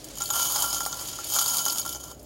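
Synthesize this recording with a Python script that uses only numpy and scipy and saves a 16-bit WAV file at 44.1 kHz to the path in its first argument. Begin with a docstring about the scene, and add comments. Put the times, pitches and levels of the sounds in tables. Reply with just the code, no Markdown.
"""A small kitchen, one microphone close to a glass blender jar on the counter.
Dry grains are poured in two batches, each led in by the soft rustle of sliding grains.
A dense stream rattles on the glass and the heap, heavier pieces knock singly, hard seeds ping,
and once the glass gives a longer high ring. Each contact clicks; those on bare glass ring the jar.
Further off: dull room noise and low hums."""
import sys
import numpy as np
from scipy import signal
from scipy.fft import rfft, irfft, next_fast_len
from scipy.io import wavfile
from scipy.ndimage import map_coordinates

SR = 44100
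rng = np.random.default_rng(int(sys.argv[2]) if len(sys.argv) > 2 else 0)


def file_out(sig):
    """Save sig as 16-bit WAV at sys.argv[1]."""
    # one column per channel
    cols = np.atleast_2d(sig).T
    # limit, then scale
    lim = np.clip(cols, -1, 1)
    pcm = np.round(lim * 32767).astype(np.int16)
    wavfile.write(sys.argv[1], SR, pcm)


N = 99225

# colour of the room noise: pitch_hz, gain_db
AIR_COLOUR = [(20, -50), (33, -27), (48, -11.5), (80, -12), (135, -6.5), (200, -13.5), (320, -7.5),
              (460, -15), (600, -9.5), (900, -25), (2000, -35.5), (6000, -39)]
# low hums in the room: pitch_hz, level_db, start_s, end_s
ROOM_HUMS = [(48.6, -56.5, -.2, 1.27), (101, -60, .25, 1.5), (307, -64, -.2, 2.5), (64.6, -51, 1.87, 2.5)]
# grains sliding in the vessel above the jar: start_s, end_s, level_db
GRAIN_SLIDES = [(-.1, .3, -49), (0.96, 1.332, -45)]
# colour of the sliding: pitch_hz, gain_db
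RUSTLE_COLOUR = [(300, -11), (800, -0.5), (1400, -1.5), (2300, -2), (4500, 3), (8000, -1), (12000, -6),
                 (16000, -21)]
# the stream's relative level in three bands: time_s, low_db, clatter_db, treble_db
STREAM_LEVELS = [(0.0, -73, -64.5, -62), (0.14, -70, -48, -57), (0.188, -58, -38.5, -43.4),
                 (0.285, -73, -38.8, -44.5), (0.342, -32, -32, -32), (0.409, -32.5, -26, -31.5),
                 (0.492, -35.5, -30, -31.5), (0.58, -33, -30, -35.5), (0.66, -33.5, -31, -32),
                 (0.75, -41, -33, -36.9), (0.83, -42.1, -36.5, -37.5), (0.9, -40, -38.5, -43.5),
                 (0.98, -44.5, -40.5, -43), (1.07, -46.5, -37, -40.5), (1.13, -52, -40, -46.5),
                 (1.23, -52, -40, -46.5), (1.291, -52, -35, -36), (1.349, -32.5, -26, -31.5),
                 (1.439, -36.5, -30, -32.5), (1.57, -34, -29, -31.5), (1.633, -46.4, -36, -38.5),
                 (1.692, -38.5, -33.5, -33.5), (1.78, -38.5, -33, -36.5), (1.83, -47.5, -39, -44.5),
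                 (1.95, -46, -40, -41.5), (1.99, -52, -44.5, -49), (2.11, -45, -44.5, -49),
                 (2.17, -81, -59, -64.3), (2.25, -80, -57, -65)]
# colour of a click inside the jar: pitch_hz, gain_db
CLICK_COLOUR = [(100, -29), (400, -21.5), (750, -8), (1100, -3.5), (1450, -10), (1680, -20.5),
                (2200, -26.5), (2800, -19.5), (3300, -9.5), (4100, -12), (4550, -6.5), (5150, -3),
                (5800, -8), (6300, -2), (6950, 0.5), (7700, -10.5), (8400, -15.5), (9600, -6), (11100, -10),
                (11900, -8), (13000, -9), (13700, -18), (16000, -10)]
# modes of the glass jar: pitch_hz, relative_energy_db, t60_s
JAR_MODES = [(832, -18.5, .11), (1378, -11, .17), (2314, -31, .2), (3000, -17, .25), (3168, -17, .09),
             (4420, -23, .04), (6350, -19, .08), (6500, -20, .06), (6718, -6, .17), (6880, -17, .06),
             (8904, -15, .12), (9350, -18, .03), (10540, -19, .04), (11812, -15, .06), (12340, -15.5, .13),
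             (12510, -20, .07), (12708, -19, .08), (13285, -17, .06), (15720, -20, .14)]
# heavier pieces and their relative levels: start_s, low_db, clatter_db, treble_db
PIECE_KNOCKS = [(0.0434, -61, -37, -42), (0.0854, -56, -41.5, -50), (0.154, -71, -37.5, -48),
                (0.174, -45, -49, -45), (0.184, -64, -31, -40), (0.203, -35, -35, -43),
                (0.207, -36, -31, -37), (0.2189, -35, -28, -38), (0.2371, -39.5, -34, -35),
                (0.2569, -51, -37, -39), (0.277, -58, -59, -44), (0.291, -38.5, -41, -41),
                (0.3026, -26.5, -23, -36), (0.3363, -34, -26, -37), (0.361, -33.5, -29, -37),
                (0.3957, -28, -26, -32), (0.428, -42, -26, -30), (0.521, -41, -27.5, -28.5),
                (0.559, -27.5, -23, -32), (0.564, -43, -34, -34), (0.59, -30, -45, -35),
                (0.602, -48, -52, -28), (0.6223, -33, -21, -26), (0.641, -27.5, -37, -47),
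                (0.728, -32, -25, -32), (0.745, -65, -27, -40), (0.763, -32, -63, -49),
                (0.8051, -27, -30, -41), (0.852, -48, -28, -37), (0.862, -26, -28, -31),
                (0.9277, -32.5, -28.5, -62), (0.944, -69, -40, -56), (0.9931, -41, -37, -50),
                (1.012, -38.5, -33, -41), (1.1315, -41, -35, -54), (1.187, -32, -40, -49),
                (1.2434, -63, -35, -36.5), (1.3004, -44, -29.5, -35), (1.3209, -38, -31, -36),
                (1.3369, -59, -28, -28), (1.363, -25.5, -42, -31), (1.3868, -26, -22, -39),
                (1.391, -36, -20, -28), (1.413, -28, -46, -26.5), (1.459, -30.5, -28, -31),
                (1.5, -39, -32, -34), (1.543, -56, -27.5, -31), (1.57, -60, -25.5, -26.5),
                (1.584, -59, -27, -45), (1.604, -35.5, -40, -37), (1.653, -44, -22, -28),
                (1.6622, -25, -28, -33), (1.682, -38, -22.5, -30), (1.698, -62, -28, -49),
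                (1.722, -60, -28.5, -32), (1.7832, -66, -23.5, -31), (1.7958, -38, -46, -27.5),
                (1.851, -33, -39, -44), (1.8619, -33, -32, -35.5), (1.878, -45, -32, -40),
                (1.8919, -47, -27.5, -33), (1.927, -56, -32, -37), (1.948, -37.5, -34, -51),
                (1.959, -40.5, -39, -64), (2.0377, -44, -34.5, -43), (2.196, -78, -51, -54),
                (2.2288, -79, -65, -51)]
# short pings of hard seeds, and one longer high ring of the glass jar: start_s, pitch_hz, level_db, t60_s
SEED_AND_GLASS_PINGS = [(0.2204, 6870, -14, 0.015), (.257, 4420, -28, .03), (0.3052, 6780, -17.5, 0.033),
                        (.306, 12360, -26, 0.12), (.5615, 5050, -14.5, 0.011), (0.707, 5030, -23, 0.023),
                        (.7275, 5100, -21, .012), (0.7464, 6100, -20, .012), (0.775, 4450, -36, .015),
                        (0.9256, 6370, -22.5, 0.014), (.992, 4680, -27, .008), (1.2435, 4530, -27, 0.017),
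                        (1.4254, 4800, -13.5, 0.0048), (1.4612, 4600, -13, .007),
                        (1.4784, 5000, -21, 0.0082), (1.5, 5160, -17, .007), (1.5847, 4700, -17.5, 0.0077),
                        (1.663, 6200, -13, 0.0086), (1.6985, 5230, -12.5, 0.0056),
                        (1.7022, 4600, -13, .006), (1.8153, 4930, -17.5, 0.006), (1.9574, 6200, -24, .012),
                        (2.195, 5100, -39, .007)]

SPLIT_HZ = (2200, 8000)  # edges between the low, clatter and treble bands
STREAM_GAIN_DB, PIECE_GAIN_DB = (-3, 2.5, 3), (23, 23, 28)  # per band
GRAINS_PER_S, SIZE_SCATTER_DB = 1500, 4.5  # rate at full flow; spread of grain sizes
THINNING, RING_FADE = .35, .5  # fall of grain rate and of share on bare glass, dB per dB of flow
BOUNCE_S, BOUNCE_DB, HEAP_DB_PER_S = .0013, -9, .5
PING_ECHO_S, PING_ECHO_DB = .0055, -5.5
TIME_S, RING_S = np.arange(N) / SR, np.arange(SR // 4) / SR


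def amp(db):
    return 10 ** (np.asarray(db) / 20)


def unit_rms(x):
    return x / np.sqrt(np.mean(x ** 2) + 1e-20)


def colour(points, size):
    """Gains of (Hz, dB) points on an FFT grid."""
    hz, db = np.transpose(points)
    return amp(np.interp(np.log(np.fft.rfftfreq(size, 1 / SR) + 1), np.log(hz), db))


def coloured(noise, points):
    """Noise shaped to this colour, at unit RMS."""
    return unit_rms(irfft(rfft(noise) * colour(points, N), N))


def impulse_response(points, size=1024):
    """The shortest impulse response with this colour (minimum phase)."""
    cepstrum = irfft(np.log(colour(points, size)))
    cepstrum[1:size // 2] *= 2
    cepstrum[size // 2 + 1:] = 0
    return irfft(np.exp(rfft(cepstrum)))


def decay(t60_s):
    """A fall of 60 dB in t60_s."""
    return np.exp(-np.log(1000) * RING_S / t60_s)


def gate(start_s, end_s, fade_s):
    """Linear fades centred on start and end."""
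    return np.clip(np.minimum(TIME_S - start_s, end_s - TIME_S) / fade_s + .5, 0, 1)


def wobble(knots_per_s):
    """A smooth random curve in time."""
    return map_coordinates(rng.standard_normal(256), [TIME_S * knots_per_s], mode="wrap")


def ripples(width_hz, count):
    """Smooth random curves along frequency, one knot every width_hz."""
    position = np.fft.rfftfreq(len(RING_S), 1 / SR) / width_hz
    knots = rng.standard_normal((count, 512))
    return np.array([map_coordinates(row, [position], mode="wrap") for row in knots])


def room_tone(air_db=-48, waver_db=1.5):
    """Behind the jar: dull room noise and low wavering hums that come and go."""
    out = amp(air_db) * coloured(rng.standard_normal(N), AIR_COLOUR)
    for hz, db, start_s, end_s in ROOM_HUMS:
        level = amp(db + waver_db * wobble(6.97)) * gate(start_s, end_s, fade_s=.3)
        out += np.sqrt(2) * level * np.sin(2 * np.pi * hz * TIME_S + .13 * wobble(5.5))
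    return out


def sliding_grains(rough_db=1.8):
    """Above the jar, grains creep towards the vessel's rim: a soft dry rustle with no ring of glass."""
    level = sum(amp(db) * gate(start_s, end_s, fade_s=.1) for start_s, end_s, db in GRAIN_SLIDES)
    scrape = rng.standard_normal(N) * amp(rough_db * wobble(100.3))
    return level * coloured(scrape, RUSTLE_COLOUR)


def contact_clicks(count, t60_s, echo_db, grain_tint_db=3, jar_tint_db=3):
    """Each contact is a burst of noise with an echo in the jar, at unit energy."""
    size = len(RING_S)
    bursts = rng.standard_normal((count, size)) * (decay(t60_s) + amp(echo_db) * decay(.085))
    tint_db = grain_tint_db * ripples(width_hz=787, count=count)  # each grain favours other pitches
    tint_db += jar_tint_db * ripples(width_hz=90, count=1)  # the jar's fine peaks, common to all
    clicks = signal.fftconvolve(bursts, impulse_response(CLICK_COLOUR)[None], axes=1)[:, :size]
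    clicks = irfft(rfft(clicks) * amp(tint_db), size) * (RING_S < RING_S[-1] / 2)
    return clicks / np.linalg.norm(clicks, axis=1, keepdims=True)


def glass_rings(count, band_db, scatter_db=1.3):
    """The jar rings in decaying modes; each spot struck gives them other strengths and signs."""
    hz, db, t60_s = np.transpose(JAR_MODES)
    modes = np.sin(2 * np.pi * hz[:, None] * RING_S) * decay(t60_s[:, None])
    modes /= np.linalg.norm(modes, axis=1, keepdims=True)
    db = db + np.array(band_db)[np.searchsorted(SPLIT_HZ, hz)]
    db = db + scatter_db * rng.standard_normal((count, len(hz)))
    return (rng.choice([-1, 1], db.shape) * amp(db)) @ modes


def jar_contacts(count, click_t60_s, echo_db, ring_db):
    """Clicks and rings for count spots, in three bands; click plus ring has unit energy in each."""
    parts = [contact_clicks(count, click_t60_s, echo_db), glass_rings(count, ring_db)]
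    splits = [(SPLIT_HZ[0], "low"), (SPLIT_HZ, "band"), (SPLIT_HZ[1], "high")]
    filters = [signal.butter(7, edge_hz, kind, fs=SR, output="sos") for edge_hz, kind in splits]
    bands = np.stack([signal.sosfilt(sos, parts) for sos in filters], axis=2)
    return bands / np.linalg.norm(bands.sum(0), axis=2, keepdims=True)


def grain_stream(spots=24):
    """Small grains land at random; more flow is louder, denser and rings the glass more often."""
    time_s, *bands = np.transpose(STREAM_LEVELS)
    level_db = np.array([np.interp(TIME_S, time_s, band) for band in bands])
    flow_db = level_db[1] - level_db[1].max()  # the clatter band stands for the flow
    chance = GRAINS_PER_S / SR * amp(THINNING * flow_db)
    sizes = unit_rms(amp(SIZE_SCATTER_DB * np.clip(rng.standard_normal(N), -2, 2)))
    kicks = sizes * rng.choice([-1, 1], N) / np.sqrt(chance)  # same power at any grain rate
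    force = kicks * amp(level_db + np.array(STREAM_GAIN_DB)[:, None])
    spot = rng.integers(spots, size=N)
    on_glass = rng.random(N) < amp(RING_FADE * flow_db)
    clicks, rings = jar_contacts(spots, click_t60_s=.021, echo_db=-4.5, ring_db=(-1, 3, 1.5))
    ringing = clicks + rings
    out = np.zeros(N + SR)
    for i in np.flatnonzero(rng.random(N) < chance):
        out[i:i + len(RING_S)] += force[:, i] @ (ringing if on_glass[i] else clicks)[spot[i]]
    return out[:N]


def heavy_pieces():
    """Heavier pieces knock on the glass, tip over and touch again; the growing heap muffles the ring."""
    out = np.zeros(N + SR)
    clicks, rings = jar_contacts(len(PIECE_KNOCKS), click_t60_s=.011, echo_db=-9, ring_db=(2, -1, -.5))
    for (start_s, *band_db), click, ring, bounce in zip(PIECE_KNOCKS, clicks, rings, clicks[::-1]):
        gains = amp(np.array(band_db) + PIECE_GAIN_DB)
        heap_gain = amp(-HEAP_DB_PER_S * (start_s - 1.5))
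        out[round(start_s * SR):][:len(RING_S)] += gains @ (click + heap_gain * ring)
        bounce_s = start_s + BOUNCE_S * (.5 + rng.random())
        out[round(bounce_s * SR):][:len(RING_S)] += amp(BOUNCE_DB) * gains @ bounce
    return out[:N]


def seed_and_glass_pings():
    """Hard seeds ping briefly and the glass gives one longer high ring; the wall sends each back once."""
    out = np.zeros(N + SR)
    for start_s, hz, db, t60_s in SEED_AND_GLASS_PINGS:
        envelope = decay(t60_s) * (1 - decay(.0012))
        ping = amp(db) * envelope * np.sin(2 * np.pi * hz * RING_S)
        out[round(start_s * SR):][:len(ping)] += ping
        echo_s = start_s + PING_ECHO_S * (.5 + rng.random())
        out[round(echo_s * SR):][:len(ping)] += amp(PING_ECHO_DB) * ping
    return out[:N]


def kitchen_reverb(direct, t60_s=.18, level_db=-18.5):
    """The small room's short answer, faint this close to the jar."""
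    tail = rng.standard_normal(len(RING_S)) * decay(t60_s) * (1 - decay(.033))
    return amp(level_db) * signal.fftconvolve(direct, tail / np.linalg.norm(tail))[:N]


def scene():
    """At the microphone, in mono: the pour up close, the kitchen behind it."""
    jar = grain_stream() + heavy_pieces() + seed_and_glass_pings()
    return (jar + kitchen_reverb(jar) + sliding_grains() + room_tone())[None]


def record(dry):
    """The microphone chain passes nothing above its band limit."""
    top_hz = 15850
    size = next_fast_len(N + SR // 2)
    passband = np.fft.rfftfreq(size, 1 / SR) < top_hz
    return irfft(rfft(dry, size) * passband, size)[:, :N]


dry = scene()
out = record(dry)
file_out(out)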